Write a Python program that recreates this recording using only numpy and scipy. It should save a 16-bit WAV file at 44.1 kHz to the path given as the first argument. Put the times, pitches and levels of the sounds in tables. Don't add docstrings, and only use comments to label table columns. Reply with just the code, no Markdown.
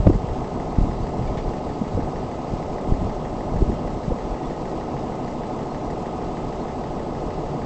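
import sys
import numpy as np
from scipy import signal
from scipy.fft import rfft, irfft
from scipy.io import wavfile
from scipy.ndimage import uniform_filter1d

SR = 44100
rng = np.random.default_rng(int(sys.argv[2]) if len(sys.argv) > 2 else 0)


def wav_out(sig):
    wavfile.write(sys.argv[1], SR, np.round(np.clip(np.atleast_2d(sig).T, -1, 1) * 32767).astype(np.int16))


def field_ratio(decibels):
    return 10 ** (np.asarray(decibels, dtype=float) / 20)


N = 337365
T = np.arange(N) / SR

CYCLE_START_S, CYCLE_S, SLOWING_S = -.00098, .155957, 1.8e-7

# middle in seconds, level in dB, pitch in Hz.
LARK_NOTES = [(0.712, -57, 4272), (0.93, -55, 4988), (0.975, -62.4, 4650), (1.018, -62, 6201),
              (1.034, -56, 4630), (1.077, -59, 4960), (1.442, -59, 4851), (1.49, -61.4, 4658),
              (1.535, -72, 4851), (2.12, -58, 5000), (2.519, -63, 6200), (2.528, -63, 4272),
              (2.635, -59, 5016), (2.791, -60, 5043), (4.324, -57.5, 4382), (4.456, -53, 3445),
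              (4.51, -61, 5060), (5.569, -61, 6118), (5.71, -56, 4272), (5.909, -60, 5016),
              (6.025, -62, 6229), (6.156, -64.9, 6200), (6.619, -56, 4272), (6.683, -62.0, 4940)]
TRILL_HZ = [4360, 4650, 4930, 6180]
# time in seconds, level in dB.
BREEZE = [(0.0, -20.5), (0.3, -34), (1.11, -32), (2.36, -40.5), (3.81, -37.5), (4.71, -42), (7.65, -36)]
# middle in seconds, length in seconds, level in dB.
GUSTS = [(0.044, .04, -23), (0.114, .14, -21.5), (0.301, .1, -24.5), (0.836, .14, -23.5),
         (.94, 0.042, -27.5), (1.025, .06, -26), (1.249, 0.23, -30), (1.389, 0.079, -29),
         (1.488, 0.071, -29), (1.954, 0.12, -24), (2.036, .1, -24.5), (2.178, .08, -32),
         (2.526, 0.15, -30.5), (2.742, .07, -30), (2.91, .1, -24), (3.036, 0.19, -24.5), (3.302, 0.1, -34),
         (3.58, .16, -25.5), (3.715, 0.089, -19.5), (3.856, 0.065, -27.5), (3.958, 0.081, -29),
         (4.081, .12, -24.5), (4.317, 0.08, -29), (4.471, 0.042, -31)]
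# frequency in Hz, level in dB per Hz.
WIND_COLOUR = [(8, -30), (26, 0.5), (46, 1), (65, -6.5), (100, -8), (200, -13.5), (400, -26), (800, -60)]
# time in seconds, level in dB, pitch in Hz.
POPS = [(0.003, -11.5, 66.8), (0.07, -12.5, 514), (0.072, -22.5, 950), (0.076, -5.5, 213),
        (0.062, -11, 110), (0.089, -10.5, 90.4), (0.1, -7.5, 307), (0.115, -13, 54), (0.245, -18, 156),
        (0.313, -17.5, 39.5), (0.814, -16.5, 230), (0.852, -23, 283), (1.193, -19.5, 149),
        (1.216, -17.5, 118), (1.818, -15.5, 207), (1.977, -17, 194), (1.977, -21, 487), (1.993, -18, 271),
        (2.028, -22, 85.5), (3.018, -15.5, 109), (3.055, -19, 60), (3.594, -22.5, 152), (3.622, -14, 350),
        (3.696, -17, 194), (3.701, -19.5, 360), (3.72, -23, 306), (3.72, -21.5, 78), (4.082, -17.5, 160),
        (4.108, -21.5, 239), (4.12, -18.5, 486)]
# time in seconds, peak in dB, build-up and recovery in seconds.
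SLAPS = [
    (0.0691, -3, 0.002, 0.0008),
    (0.0722, 3.5, 0.002, 0.0018),
    (0.1024, -7, 0.0013, 0.0013),
    (0.7864, -4, 0.0025, 0.0052),
    (2.923, -4.5, 0.0023, 0.0091),
    (3.6266, -5.5, 0.005, .008),
    (4.123, -11.5, 0.0045, 0.0058),
]
# frequency in Hz, level in dB per Hz.
WASH_COLOUR = [(25, -56), (60, -58), (100, -61), (130, -57), (200, -57), (400, -61.5), (560, -63),
               (800, -68), (1000, -73.5), (1320, -80), (1450, -85), (2100, -87), (3000, -88), (5000, -90.5),
               (7500, -95.5)]
# milliseconds into the cycle, level in dB.
PUFF = [(0, 0), (40, -1), (60, -1.45), (90, -0.5), (128, -1.5), (134, 0.5), (156, -2.5)]
# time in seconds, level in dB.
GEAR_LEVEL = [(0, -45), (.5, -48.8), (1.4, -45.5), (2.05, -47.3), (3.25, -42.5), (4.25, -43.8), (5, -48),
              (5.6, -45.3), (6.1, -48.3), (7, -44.2), (7.65, -43.5)]
# frequency in Hz, width in Hz, level in dB.
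HOUSING = [(129.5, 6.7, -44.5), (194, 7, -53), (468.7, 10, -51.5), (749, 6.9, -46.5), (1491, 33, -62.5),
           (2072, 40, -70.5), (2752, 150, -63.5), (4800, 120, -71)]
# start in seconds, length in seconds, pitch in Hz, level in dB.
SWELLS = [
    (4.34, 0.16, 1920, -60),
    (4.49, 0.091, 1890, -57),
    (4.57, 0.053, 1940, -56),
    (4.67, 0.075, 1920, -54),
    (6.84, 0.086, 147.5, -38),
    (6.91, 0.07, 149, -38.5),
    (7.2, 0.11, 140.5, -39),
    (7.34, 0.088, 146.6, -34.5),
    (7.48, 0.1, 144.4, -32.5),
]
# time in seconds, level in dB, seconds to fade by 60 dB.
CLANKS = [
    (1.2765, -43, .13),
    (1.3758, -37.5, .17),
]
# frequency in Hz, level in dB.
LINK_MODES = [(1770, 3.5), (2270, 3), (2970, -3), (3480, -1.5), (4220, -6.5), (5200, -11.5), (6720, -9.5)]
# milliseconds into the cycle, level in dB, block ring in Hz,
# head ring in dB, exhaust thump in Hz.
FIRINGS = [
    (7, -35, 790, -41, 260),
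    (31, -26.5, 630, -41, 340),
    (55, -30, 800, -46, 270),
    (81, -30, 960, -43, 230),
    (106, -31, 700, -46, 250),
    (133, -35, 1020, -45, 430),
]
# milliseconds into the cycle, level in dB, ring in Hz.
TAPPETS = [
    (22, -31, 400),
    (82, -32, 310),
    (91, -38, 1080),
    (100, -33, 1030),
    (108, -30, 470),
    (151, -42, 1230),
    (0, -36, 930),
    (152, -29, 230),
]
# frequency in Hz, level in dB per Hz.
RATTLE_COLOUR = [(60, -28), (150, -8), (300, -4.5), (800, -4.5), (1200, -16), (1500, -30.5), (2100, -28),
                 (3000, -41), (5000, -65)]
# multiple of the cycle rate, peak in dB.
ORDER_DB = [(24, -41.5), (38, -40.2), (39, -42.8), (51, -41.8), (59, -40.2), (68, -42.8), (99, -47.2),
            (100, -44.9), (109, -41.4), (115, -43.2), (120, -43.9), (130, -45.0), (132, -44.6),
            (136, -46.0), (144, -50.1), (156, -52.4), (162, -49.2), (171, -51.0), (190, -55.1),
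            (191, -56.2), (196, -55.6), (197, -56.0), (225, -67.8), (231, -66.1), (268, -67.0),
            (275, -68.3), (317, -66.3), (319, -67.2), (325, -67.6)]
# frequency in Hz, level in dB.
ELECTRONIC_WHINE = [(7790, -73.5), (7892, -79.5)]
# frequency in Hz, level in dB.
ROLL_OFF = [(20, -1), (7000, 1), (7600, 1), (8000, -1.5), (8400, -11), (8800, -25.5), (9100, -53.5)]


def evened(x):
    return x / np.sqrt(np.mean(x ** 2) + 1e-20)


def read(points, hz):
    f, value = np.transpose(points)
    return np.interp(np.log(hz + 1), np.log(f + 1), value)


def colour(x, points):
    x = np.pad(x, 2048, "reflect")
    gain = field_ratio(read(points, np.fft.rfftfreq(len(x), 1 / SR)))
    return irfft(rfft(x) * gain, len(x))[2048:-2048]


def smooth_noise(size):
    return evened(uniform_filter1d(rng.standard_normal(N), size=size))


def add(mix, s, sound):
    at = round(s * SR)
    sound = sound[max(-at, 0):]
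    part = mix[max(at, 0):][:len(sound)]
    part += sound[:len(part)]


def fuzzy(hz, width):
    r = np.exp(-np.pi * width / SR)
    noise = rng.standard_normal(N) + 1j * rng.standard_normal(N)
    slow = signal.lfilter([1], [1, -r], noise)
    return evened((slow * np.exp(2j * np.pi * hz * T)).real)


def burst(hz, rise_s, fall_s, phase):
    t = np.arange(-3 * rise_s, 4 * fall_s, 1 / SR)
    shape = np.exp(-.5 * (t / np.where(t < 0, rise_s, fall_s)) ** 2)
    return shape * np.cos(2 * np.pi * hz * t + phase), -t[0]


def cycle_share():
    k = np.arange(-1, N / SR / CYCLE_S + 2)
    starts = CYCLE_START_S + CYCLE_S * k + SLOWING_S * k ** 2
    return np.interp(T, starts, k) % 1


def lark():
    faint = []
    for when, b, pick in rng.random((60, 3)):
        hz = TRILL_HZ[int(pick * len(TRILL_HZ))] * (1.1 + 0.018 * b)
        faint.append((N / SR * when, -66 - 4 * b, hz))
    out, t = np.zeros(N), np.arange(-.016, .016, 1 / SR)
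    for s, db, hz in [*LARK_NOTES, *faint]:
        slide = hz * (1 + rng.uniform(-0.45, 0.89) * t)
        whistle = np.sin(2 * np.pi * np.cumsum(slide) / SR)
        add(out, s + t[0], field_ratio(db + 3) * np.hanning(len(t)) * whistle)
    return out


def wind():
    gusts = np.zeros(N)
    for s, length, db in GUSTS:
        add(gusts, s - length / 2, field_ratio(db) * np.sqrt(np.hanning(round(length * SR))))
    force = field_ratio(np.interp(T, *np.transpose(BREEZE)) + 1.0) + gusts
    lumpy = rng.standard_normal(N) * field_ratio(3.3 * smooth_noise(1200))
    out = force * evened(colour(lumpy, WIND_COLOUR))
    eddies = [(s, field_ratio(db + 2.5), hz) for s, db, hz in POPS]
    eddies_per_s, low_hz, high_hz = 90, 150, 700
    for when, b, c in rng.random((round(eddies_per_s * N / SR), 3)):
        size = gusts[int(when * N)] * field_ratio(-1 - 8.0 * b - 4.6 * c)
        eddies.append((when * T[-1], size, low_hz * (high_hz / low_hz) ** c))
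    for s, size, hz in eddies:
        push, lead = burst(hz, 0.0022 + 0.027 / hz, 0.0026 + 0.16 / hz, rng.uniform(0, 2 * np.pi))
        add(out, s - lead, size * push)
    return out


def slaps():
    out, t = np.zeros(N), np.arange(-.07, .07, 1 / SR)
    for s, db, build_s, back_s in SLAPS:
        drop = -np.tanh(t / (0.28 * build_s))
        fade = np.exp(-abs(t) / np.where(t < 0, build_s, back_s))
        add(out, s + t[0], field_ratio(db) * drop * fade)
    return out


def wash():
    frames, bins = N // 128 + 5, 257
    a, b, patches = rng.standard_normal((frames, bins, 3)).T
    patches = uniform_filter1d(patches, size=6, axis=0)
    patches = evened(uniform_filter1d(patches, size=20, axis=1))
    flicker = rng.standard_normal(frames)
    spectra = (a + 1j * b) * field_ratio(1.02 * patches + 1.0 * flicker)
    noise = signal.istft(spectra, nperseg=512, noverlap=384)[1][:N]
    noise = evened(noise) * np.sqrt(SR / 2)
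    low = signal.sosfiltfilt(signal.butter(2, 1400, fs=SR, output="sos"), noise)
    ms = 1000 * CYCLE_S * cycle_share()
    breath = field_ratio(np.interp(ms, *np.transpose(PUFF)))
    return colour(low + (noise - low) * breath, WASH_COLOUR)


def gearbox():
    hz = 598.9 + .6 * smooth_noise(9000)
    whine = np.sqrt(2) * np.sin(2 * np.pi * np.cumsum(hz) / SR)
    hum = sum(field_ratio(db) * fuzzy(hz, width) for hz, width, db in HOUSING)
    return whine * field_ratio(np.interp(T, *np.transpose(GEAR_LEVEL))) + hum


def bearing_and_frame():
    out = np.zeros(N)
    for s, length, hz, db in SWELLS:
        size = round(length * SR)
        noise = rng.standard_normal((2, size))
        drift, flicker = uniform_filter1d(noise, size=round(30 * SR / hz) // 2, axis=1)
        shape = np.hanning(size) ** 0.65 * field_ratio(db + 5 + 3.5 * evened(flicker))
        wavering_hz = hz * (1 + .012 * evened(drift))
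        add(out, s, shape * np.sin(2 * np.pi * np.cumsum(wavering_hz) / SR))
    return out


def loose_link():
    out, t = np.zeros(N), np.arange(SR // 3) / SR
    for s, db, t60 in CLANKS:
        modes = sum(field_ratio(d) * np.sin(2 * np.pi * (hz * t + rng.random())) for hz, d in LINK_MODES)
        scatter = colour(rng.standard_normal(len(t)), [(900, -50), *LINK_MODES, (9000, -31.5)])
        ring = 0.48 * evened(modes) + 0.59 * evened(scatter)
        attack = np.minimum(t / .001, 1)
        add(out, s - .004, field_ratio(db - 60 * t / t60) * ring * attack)
    return out


def valve():
    since = (cycle_share() * CYCLE_S - .1327) % CYCLE_S
    later = (since - .078) % CYCLE_S
    tick = field_ratio(-34.5) * np.exp(-since / .0013) * np.sin(2 * np.pi * 1850 * since)
    chuff_colour = [(1000, -33.0), (1500, 5.5), (2050, 10.5), (2500, -12.5), (5000, -8.0), (8000, -26.5)]
    chuff = evened(colour(rng.standard_normal(N), chuff_colour))
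    fade = np.exp(-since / .04) + field_ratio(-6) * np.exp(-later / .02)
    return tick + field_ratio(-50.5) * chuff * fade


def knocks():
    rows = list(TAPPETS)
    for ms, db, block_hz, head_db, thump_hz in FIRINGS:
        rows.append((ms, db, block_hz))
        rows.append((ms + 11, -30, thump_hz))
        rows += [(ms + lag_ms, head_db, 1270) for lag_ms in (1, 6)]
    return rows


def engine():
    size = round(CYCLE_S * SR)
    three = np.zeros(3 * size)
    for ms, db, hz in knocks():
        ring, lead = burst(hz, .0012 + .5 / hz, .0025 + .7 / hz, rng.uniform(0, 2 * np.pi))
        add(three, CYCLE_S + ms / 1000 - lead, field_ratio(db - 0.5) * ring)
    ring, lead = burst(860, .006, .007, 0)
    add(three, CYCLE_S + .004 - lead, field_ratio(-34.5) * ring)
    cycle = three.reshape(-1, size).sum(axis=0)
    rattle_gain = field_ratio(read(RATTLE_COLOUR, np.fft.rfftfreq(size, 1 / SR)))
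    rattle = irfft(rfft(rng.standard_normal(size)) * rattle_gain, size)

    orders = rfft(cycle + field_ratio(-36) * evened(rattle)) / (size / 2)
    k, db = np.transpose(ORDER_DB)
    ceiling = field_ratio(np.interp(np.arange(len(orders)), k, db) - 3)
    height = np.minimum(abs(orders), ceiling)
    height[k.astype(int)] = field_ratio(db)
    cycle = irfft(height * orders / (abs(orders) + 1e-12) * size / 2, size)

    load = smooth_noise(5000)
    turns = np.interp(cycle_share(), np.arange(size) / size, cycle, period=1)
    return turns * field_ratio(0.65 * load)


def scene():
    air = lark() + wind() + slaps()
    machine = wash() + gearbox() + bearing_and_frame() + loose_link() + valve() + engine()
    return (air + machine)[None]


def top_cut(x):
    return signal.sosfilt(signal.butter(12, 9030, fs=SR, output="sos"), x)


def record(dry):
    power_db = 10 * np.log10(abs(uniform_filter1d(dry[0] ** 2, size=400)) + 1e-12)
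    fall = T * 6.0
    held_db = np.maximum.accumulate(power_db + fall) - fall
    over_db = np.maximum(held_db + 5, 0)
    late_db = np.pad(over_db, (1500, 0))[:N]
    fade_in = np.minimum(T / 0.0023, 1)
    x = fade_in * dry[0] / field_ratio(0.29 * late_db)
    x = x + sum(field_ratio(db + 1.5) * np.sin(2 * np.pi * hz * T) for hz, db in ELECTRONIC_WHINE)
    half_rate_hz = 8000
    x = colour(x, [(20, 0), (half_rate_hz - 1, 0), (half_rate_hz, -99)])
    mirrored = x * (1 + 2 * np.cos(2 * np.pi * 2 * half_rate_hz * T))
    overloaded = np.clip(colour(mirrored, ROLL_OFF), -.705, .705)
    return top_cut(overloaded[None])


dry = scene()
out = record(dry)
wav_out(out)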